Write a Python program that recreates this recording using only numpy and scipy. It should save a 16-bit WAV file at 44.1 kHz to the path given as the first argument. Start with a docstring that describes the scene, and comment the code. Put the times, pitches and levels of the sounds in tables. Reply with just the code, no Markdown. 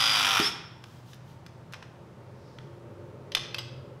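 """Pipe press in a workshop

One microphone, close to a cordless hydraulic press finishing a crimp on copper pipe in a long workshop.
The piston pump rattles and slows under load, the relief valve pops, the freed motor whines up and stops.
Hands shift on the tool, the steel jaws clack open and the pipe knocks its way out.
Farther off, the shelves scatter the sound back and the ventilation runs throughout."""
import sys
import numpy as np
from scipy import signal
from scipy.fft import rfft, irfft
from scipy.io import wavfile
from scipy.ndimage import uniform_filter1d

SR = 44100
rng = np.random.default_rng(int(sys.argv[2]) if len(sys.argv) > 2 else 0)


def materialize(psi):
    """Save the field psi as 16-bit PCM at rate SR to the path in sys.argv[1].

    A 1-D psi becomes a single channel; in a 2-D psi each row is a channel.
    """
    bounded = np.clip(np.atleast_2d(psi).T, -1, 1)
    quanta = np.round(bounded * 32767).astype(np.int16)
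    wavfile.write(sys.argv[1], SR, quanta)


N = 176400
T = np.arange(N) / SR
VALVE_S, STOP_S, BRAKE_S = .403, .476, .018


def amp(db):
    """Decibels to gain."""
    return 10 ** (np.asarray(db) / 20)


def unit(x):
    """Scales to rms 1."""
    return x / np.sqrt(np.mean(x ** 2) + 1e-20)


def curve(points):
    """A control curve over the whole scene."""
    return np.interp(T, *np.transpose(points))


def read(points, hz):
    """Reads a spectrum on a log-frequency axis."""
    f, value = np.transpose(points)
    return np.interp(np.log(hz + 1), np.log(f + 1), value)


def add(mix, s, sound):
    """Mixes a sound in at time s."""
    part = mix[round(s * SR):][:len(sound)]
    part += sound[:len(part)]


def colour(x, points, tilt_db=0, size=4096):
    """Causal filter of unit energy with the given spectrum, tilted per octave."""
    hz = abs(np.fft.fftfreq(size, 1 / SR))
    log_gain = np.log(amp(read(points, hz) + tilt_db * np.log2(hz + 1)))
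    taps = np.fft.ifft(np.exp(np.conj(signal.hilbert(log_gain)))).real  # minimum phase
    return signal.fftconvolve(x, taps / np.linalg.norm(taps))[:len(x)]


def noise(points):
    """Steady coloured noise of rms 1."""
    gain = amp(read(points, np.fft.rfftfreq(N, 1 / SR)))
    return unit(irfft(rfft(rng.standard_normal(N)) * gain, N))


def band(hz, width):
    """Noise in one resonance, rms 1; at 0 Hz, a random wander."""
    detuning = 2 * (np.fft.rfftfreq(N, 1 / SR) - hz) / width
    return unit(irfft(rfft(rng.standard_normal(N)) / (1 + detuning ** 2), N))


def burst(decay_s, size=4096):
    """The dense, quickly dying vibration of one contact."""
    return np.exp(-(T[:size] / decay_s) ** 1.03) * rng.choice([-1., 1.], size)


def ring(hz, decay_s):
    """One dying mode."""
    t = T[:SR // 2]
    return np.exp(-t / decay_s) * np.sin(2 * np.pi * hz * t)


def modes(table, waver=.49):
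    """All modes of a struck part; loose contact makes each one waver."""
    out = 0
    for hz, db, t60 in table:
        polarity = rng.choice([-1, 1])
        chatter = unit(uniform_filter1d(rng.standard_normal(SR // 2), 200))
        out += amp(db) * ring(hz, t60 / np.log(1000)) * (polarity + waver * chatter)
    return out


def brake(s):
    """Full level until time s, then a quick fade."""
    return np.exp(-np.maximum(T - s, 0) / BRAKE_S)


def swell(s, width_s):
    """A bell-shaped rise and fall around time s."""
    return np.exp(-.5 * ((T - s) / width_s) ** 2)


# Pump speed: time_s, strokes_per_s
PUMP_SPEED = [(0, 56.3), (.395, 46.9), (.426, 53), (.452, 58.5), (.466, 59.8), (.48, 58), (.52, 35)]


def pump_strokes():
    """Running count of strokes: the pump sags under load and races once the valve opens."""
    return np.cumsum(curve(PUMP_SPEED)) / SR


# Knocks within each stroke: stroke_fraction, level_db
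STROKE_KNOCKS = [(.21, -2.5), (.28, -2), (.39, -4), (.64, -.5), (.73, -5), (.83, -9)]


def piston(decay_s=.0017, spread_db=1.6, jitter_s=.00003, fresh_share=.33):
    """Each stroke repeats the same knocks, slightly varied, until the valve opens."""
    strokes, out = pump_strokes(), np.zeros(N)
    count = int(np.interp(VALVE_S, T, strokes)) + 1
    for fraction, db in STROKE_KNOCKS:
        repeated = burst(decay_s)
        for s in np.interp(np.arange(count) + fraction, strokes, T):
            late, strength = rng.standard_normal(2)
            blow = (1 - fresh_share) * repeated + fresh_share * burst(decay_s)
            if s < VALVE_S:
                add(out, abs(s + jitter_s * late), amp(db + spread_db * strength) * blow)
    return out


# Pump and gearbox close up, at light and at full load: frequency_hz, density_db
LIGHT_SPECTRUM = [(60, -48), (170, -19), (270, -24), (620, -17.5), (800, -7), (1350, 2.5), (2000, 1),
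                  (3000, 0.5), (3450, 6.5), (4150, -5.5), (5500, 1.5), (6900, -16), (11500, -15),
                  (15500, -34.5)]
LOADED_SPECTRUM = [(60, -51), (170, -36), (300, -18), (620, -13.5), (900, -1), (1400, 1.5), (2000, -2),
                   (3000, -1), (3600, -1), (4150, -15.5), (5600, -2.5), (6900, -25), (11500, -20.5),
                   (15500, -28)]
# Housing resonances, rung by the pump: pitch_hz, width_hz, level_db
HOUSING_MODES = [(807, 22, -46), (1380, 45, -39), (2415, 70, -42), (3030, 60, -39), (3260, 80, -39),
                 (3480, 80, -43)]
# Shaking of the housing: pump_speed_multiple, level_db
HOUSING_SHAKE = [(2, -58), (5, -54), (9, -59), (10, -55), (12, -57), (13, -55), (15, -51), (17, -53),
                 (20, -51), (23, -46), (25, -46), (27, -44)]


def motor(grind_db=-18, light_db=-28.5, loaded_db=-26.5, free_db=-29.5):
    """Piston knocks and gear grind through the housing, then the hiss of the motor running free."""
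    strokes, pumping = pump_strokes(), T < VALVE_S
    drive = piston() + amp(grind_db) * rng.standard_normal(N) * pumping
    drive /= np.std(drive[pumping])
    load = np.minimum(T / VALVE_S, 1)
    pump = (1 - load) * amp(light_db) * colour(drive, LIGHT_SPECTRUM)
    pump += load * amp(loaded_db) * colour(drive, LOADED_SPECTRUM)
    for hz, width, db in HOUSING_MODES:
        rung = np.gradient(signal.fftconvolve(drive, ring(hz, 1 / (np.pi * width)))[:N])
        pump += amp(db) * rung / np.std(rung[pumping])
    shake = sum(amp(db) * np.sqrt(2) * np.sin(2 * np.pi * (multiple * strokes + rng.random()))
                for multiple, db in HOUSING_SHAKE)
    free = amp(free_db) * colour(rng.standard_normal(N) * ~pumping, LIGHT_SPECTRUM)
    return (pump + shake * brake(VALVE_S) + free) * brake(STOP_S)


# Gear mesh, sagging under load and leaping when freed: time_s, pitch_hz, level_db
GEAR_MESH = [(0, 4910, -31), (.12, 4840, -30.5), (.195, 4770, -34), (.25, 4730, -46), (.417, 4700, -50),
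             (.429, 4810, -31), (.451, 5230, -31), (.465, 5350, -28), (.478, 5325, -30), (.49, 5300, -40)]


def gear_whine(ripple=.017, wander=.004, slow_gear_db=-8, octave_db=-26):
    """The gear mesh and its octave over a slower gear, wobbling with each loaded stroke."""
    times, hz, db = np.transpose(GEAR_MESH)
    stroke_wobble = ripple * np.cos(2 * np.pi * pump_strokes()) * (T < VALVE_S)
    pitch = np.interp(T, times, hz) * (1 + stroke_wobble + wander * band(0, 360))
    phase = 2 * np.pi * np.cumsum(pitch) / SR
    gears = np.sin(phase) + amp(slow_gear_db) * np.sin(phase * 2 / 3) + amp(octave_db) * np.sin(2 * phase)
    return amp(np.interp(T, times, db)) * np.sqrt(2) * gears * brake(STOP_S)


# Air all around the microphone, and a distant low rush: frequency_hz, density_db
AIR_SPECTRUM = [(13, -70), (22, -27), (70, -15.5), (84, -7), (134, -2.5), (187, -9.5), (282, -15.5),
                (351, -14), (437, -20), (475, -19), (717, -19), (917, -19.5), (2090, -30.5), (4890, -40),
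                (15500, -55)]
RUSH_SPECTRUM = [(50, -16), (92, 3), (128, 6.5), (185, 0), (300, -3.5), (430, 0.5), (585, 5.5), (670, -20),
                 (1300, -11.5), (2500, -50)]
# Resonances of the ventilation: pitch_hz, width_hz, level_db
VENT_DRONES = [(162.04, 2.5, -60.5), (877, 4.4, -76.5), (910, 3.3, -67)]
# Resonances within the rush: pitch_hz, width_hz, relative_db
RUSH_RESONANCES = [(98.85, 0.95, -8), (348.3, 4.8, -8.5), (415.8, 7.8, -11.5)]
# Rise and fall of the rush and of a low hum: time_s, level_db
RUSH_SWELL = [(0, -82), (1.7, -58), (2.4, -55), (3, -49.5), (3.5, -51), (3.8, -49.5), (4, -52)]
HUM_SWELL = [(0, -48), (.7, -56), (1.2, -51), (2.1, -57.5), (2.32, -48), (2.5, -54), (2.85, -49.5),
             (3.3, -57.5), (3.74, -43.5), (4, -55.5)]


def ventilation(air_db=-51, hum_hz=124.7, wander_hz=4.27):
    """Room tone: steady air noise and drones, a wavering hum and a distant rush that swells."""
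    drone = sum(amp(db) * band(hz, width) for hz, width, db in VENT_DRONES)
    rush = noise(RUSH_SPECTRUM) + sum(amp(db) * band(hz, width) for hz, width, db in RUSH_RESONANCES)
    hum_pitch = hum_hz + wander_hz * band(0, 9.65)
    hum = np.sqrt(2) * np.sin(2 * np.pi * np.cumsum(hum_pitch) / SR)
    air = amp(air_db) * noise(AIR_SPECTRUM)
    return air + drone + amp(curve(RUSH_SWELL)) * rush + amp(curve(HUM_SWELL)) * hum


# Oil spurting through the valve: frequency_hz, density_db
SPURT_SPECTRUM = [(70, -18), (140, -2), (300, -3), (560, 3), (750, -10), (1200, -2), (2400, -20),
                  (8000, -50)]


def relief_valve(start_s=.4, push_hz=255, push_db=-18.5, spurt_db=-26, ring_hz=410, ring_db=-32):
    """The valve dumps the oil pressure: one low push, a spurt of oil and a brief hollow ring."""
    spread = (np.pi * push_hz * (T - start_s)) ** 2
    out = amp(push_db) * (2 * spread - 1) * np.exp(-spread)  # a single pressure pulse
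    add(out, start_s, amp(spurt_db) * colour(burst(decay_s=.012), SPURT_SPECTRUM))
    t = T[:SR // 4]
    rise = t / .012  # the ring peaks after 12 ms
    add(out, start_s, amp(ring_db) * rise * np.exp(1 - rise) * np.sin(2 * np.pi * ring_hz * t))
    return out


# Grip and housing clicks: start_s, level_db, decay_s, pitch_hz, tilt_db_per_octave
GRIP_CLICKS = [(0.8398, -37, 0.0027, 2500, -0.5), (1.1328, -45.5, 0.0042, 3560, 1),
               (1.144, -51, 0.0022, 7040, 10), (1.4639, -41.5, 0.0034, 5100, 1),
               (1.724, -47, 0.0053, 2500, 5.5), (1.7354, -33, 0.0021, 2660, 0.5),
               (1.7407, -38, 0.0053, 2620, -2), (1.8255, -41, 0.0047, 2980, -3),
               (2.586, -40, 0.0031, 3340, -4)]
# Their colour close up: frequency_hz, density_db
CLICK_SPECTRUM = [(150, -19.5), (900, 2.5), (1700, 4), (3200, 2), (5700, -2), (8000, -16.5), (12000, -18.5),
                  (15000, -27)]


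def grip_clicks(ring_db=-11, ring_s=.00057):
    """Small contacts on the grip and housing, each with a heavily damped ring."""
    out = np.zeros(N)
    for s, db, decay_s, hz, tilt_db in GRIP_CLICKS:
        add(out, s, amp(db) * colour(burst(decay_s), CLICK_SPECTRUM, tilt_db))
        body = np.gradient(ring(hz, ring_s))
        rung = signal.fftconvolve(burst(decay_s), body / np.linalg.norm(body))
        add(out, s, amp(db + ring_db) * colour(rung, CLICK_SPECTRUM))
    return out


# Hands sliding on the housing: centre_s, width_s, level_db
HAND_SLIDES = [(.886, 0.045, -68), (.971, 0.05, -67), (1.111, 0.036, -60.5), (1.301, 0.036, -65.5)]
# Their friction close up: frequency_hz, density_db
SLIDE_SPECTRUM = [(1000, -10), (3000, 14.5), (6000, 9.5), (9000, 2), (15000, 2.5)]


def sliding_hands(shift_db=-69):
    """Brief rubs on the housing, then a faint soft hiss as the grip shifts."""
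    rubs = noise(SLIDE_SPECTRUM) * sum(amp(db) * swell(s, width) for s, width, db in HAND_SLIDES)
    return rubs + amp(shift_db) * band(hz=4800, width=2400) * swell(2.52, width_s=.13)


# Jaw clacks near the microphone: start_s, level_db, decay_s, tilt_db_per_octave
JAW_CLACKS = [(3.3191, -34, 0.0057, 0), (3.3497, -13.5, 0.0044, 1.5), (3.3689, -28.5, 0.0068, -4.5)]
# Colour of a blow on the jaws: frequency_hz, density_db
CLACK_SPECTRUM = [(200, -29), (420, -9.5), (1400, 3), (2500, 4), (3000, 8.5), (4000, 7.5), (4800, 2),
                  (6100, -2), (6700, -15), (9300, -19), (10300, -15), (11300, -18), (15500, -28)]
# Modes of the steel jaws: pitch_hz, level_db, t60_s
JAW_MODES = [(1270, -2, .28), (2083, -6, .4), (3015, -1, .36), (3655, -2, .24), (3817, -4, .42),
             (3940, -3, .35), (4339, -4, .38), (4942, -5, .4), (5798, -7, .42), (6072, -5, .4)]


def jaws(ring_db=-35):
    """The steel jaws snap open and ring faintly."""
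    out = np.zeros(N)
    for s, db, decay_s, tilt_db in JAW_CLACKS:
        add(out, s, amp(db) * colour(burst(decay_s), CLACK_SPECTRUM, tilt_db))
        add(out, s, amp(db + ring_db) * modes(JAW_MODES))
    return out


# Pipe against the jaws: start_s, level_db, pitch_hz, ring_relative_db, modes_relative_db
COPPER_KNOCKS = [(3.545, -26.5, 2620, -1, -14), (3.584, -34.5, 3240, 0.5, -2), (3.588, -37.5, 2900, 5.5, 3),
                 (3.5925, -37.5, 5000, 1, -4)]
# Modes of the copper pipe: pitch_hz, level_db, t60_s
COPPER_MODES = [(1245, -4, .06), (2080, -7, .04), (3025, -2, .022), (3250, -2, .02), (3850, -6, .026),
                (4818, -3, .035), (5023, -8, .03), (6160, -10, .03), (8040, -16, .045), (12080, -12, .018),
                (12600, -12, .014), (14450, -11, .014)]


def pipe():
    """The pipe knocks on the jaws on its way out; each blow has its own ring and stirs the pipe's modes."""
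    out = np.zeros(N)
    for s, db, hz, ring_db, modes_db in COPPER_KNOCKS:
        contact = colour(burst(decay_s=.0043), CLACK_SPECTRUM)
        ringing = amp(ring_db) * ring(hz, decay_s=.0067) + amp(modes_db) * modes(COPPER_MODES)
        add(out, s, amp(db) * contact)
        add(out, s, amp(db) * ringing)
    return out


# Decay of the long workshop: frequency_hz, t60_s
WORKSHOP_DECAY = [(150, .55), (600, .68), (1500, .72), (3500, .7), (5500, .6), (8000, .38), (14000, .26)]
# Colour of its reflections at the microphone: frequency_hz, level_db
WORKSHOP_COLOUR = [(100, 2.5), (1000, 3), (3500, -0.5), (6000, 3.5), (7500, 5.5), (15000, 1)]


def workshop(x, delay_s=.008, echoes_per_s=4000):
    """Scattered reflections from the shelves, each band dying at its own speed."""
    echoes = rng.standard_normal(SR) * (rng.random(SR) < echoes_per_s / SR)
    hz, t, bands = signal.stft(echoes, SR, nperseg=256)
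    fall_db = -60 * t / read(WORKSHOP_DECAY, hz)[:, None]
    tail = signal.istft(bands * amp(fall_db + read(WORKSHOP_COLOUR, hz)[:, None]), SR)[1]
    mids = abs(rfft(tail, SR)[500:5000])
    tail /= np.sqrt(np.mean(mids ** 2))  # unit gain over 500-5000 Hz
    out = np.zeros(N)
    add(out, delay_s, signal.fftconvolve(x, tail)[:N])
    return out


def scene(tool_wet_db=-7.5, gear_wet_db=-13.5, hit_wet_db=-6.5):
    """Mono: tool and hands up close, the room behind; the hits send little top treble to the walls."""
    tool = motor() + relief_valve()
    gears = gear_whine()
    hits = jaws() + pipe() + sliding_hands() + grip_clicks()
    dulled = signal.lfilter(*signal.butter(2, 10500, fs=SR), hits)
    room = workshop(amp(tool_wet_db) * tool + amp(gear_wet_db) * gears + amp(hit_wet_db) * dulled)
    return (tool + gears + hits + room + ventilation())[None]


def record(dry, edge_hz=15750):
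    """The recorder's band limit."""
    lowpass = signal.firwin(511, edge_hz, window=("kaiser", 9), fs=SR)
    return signal.oaconvolve(dry, lowpass[None], "same")


dry = scene()
out = record(dry)
materialize(out)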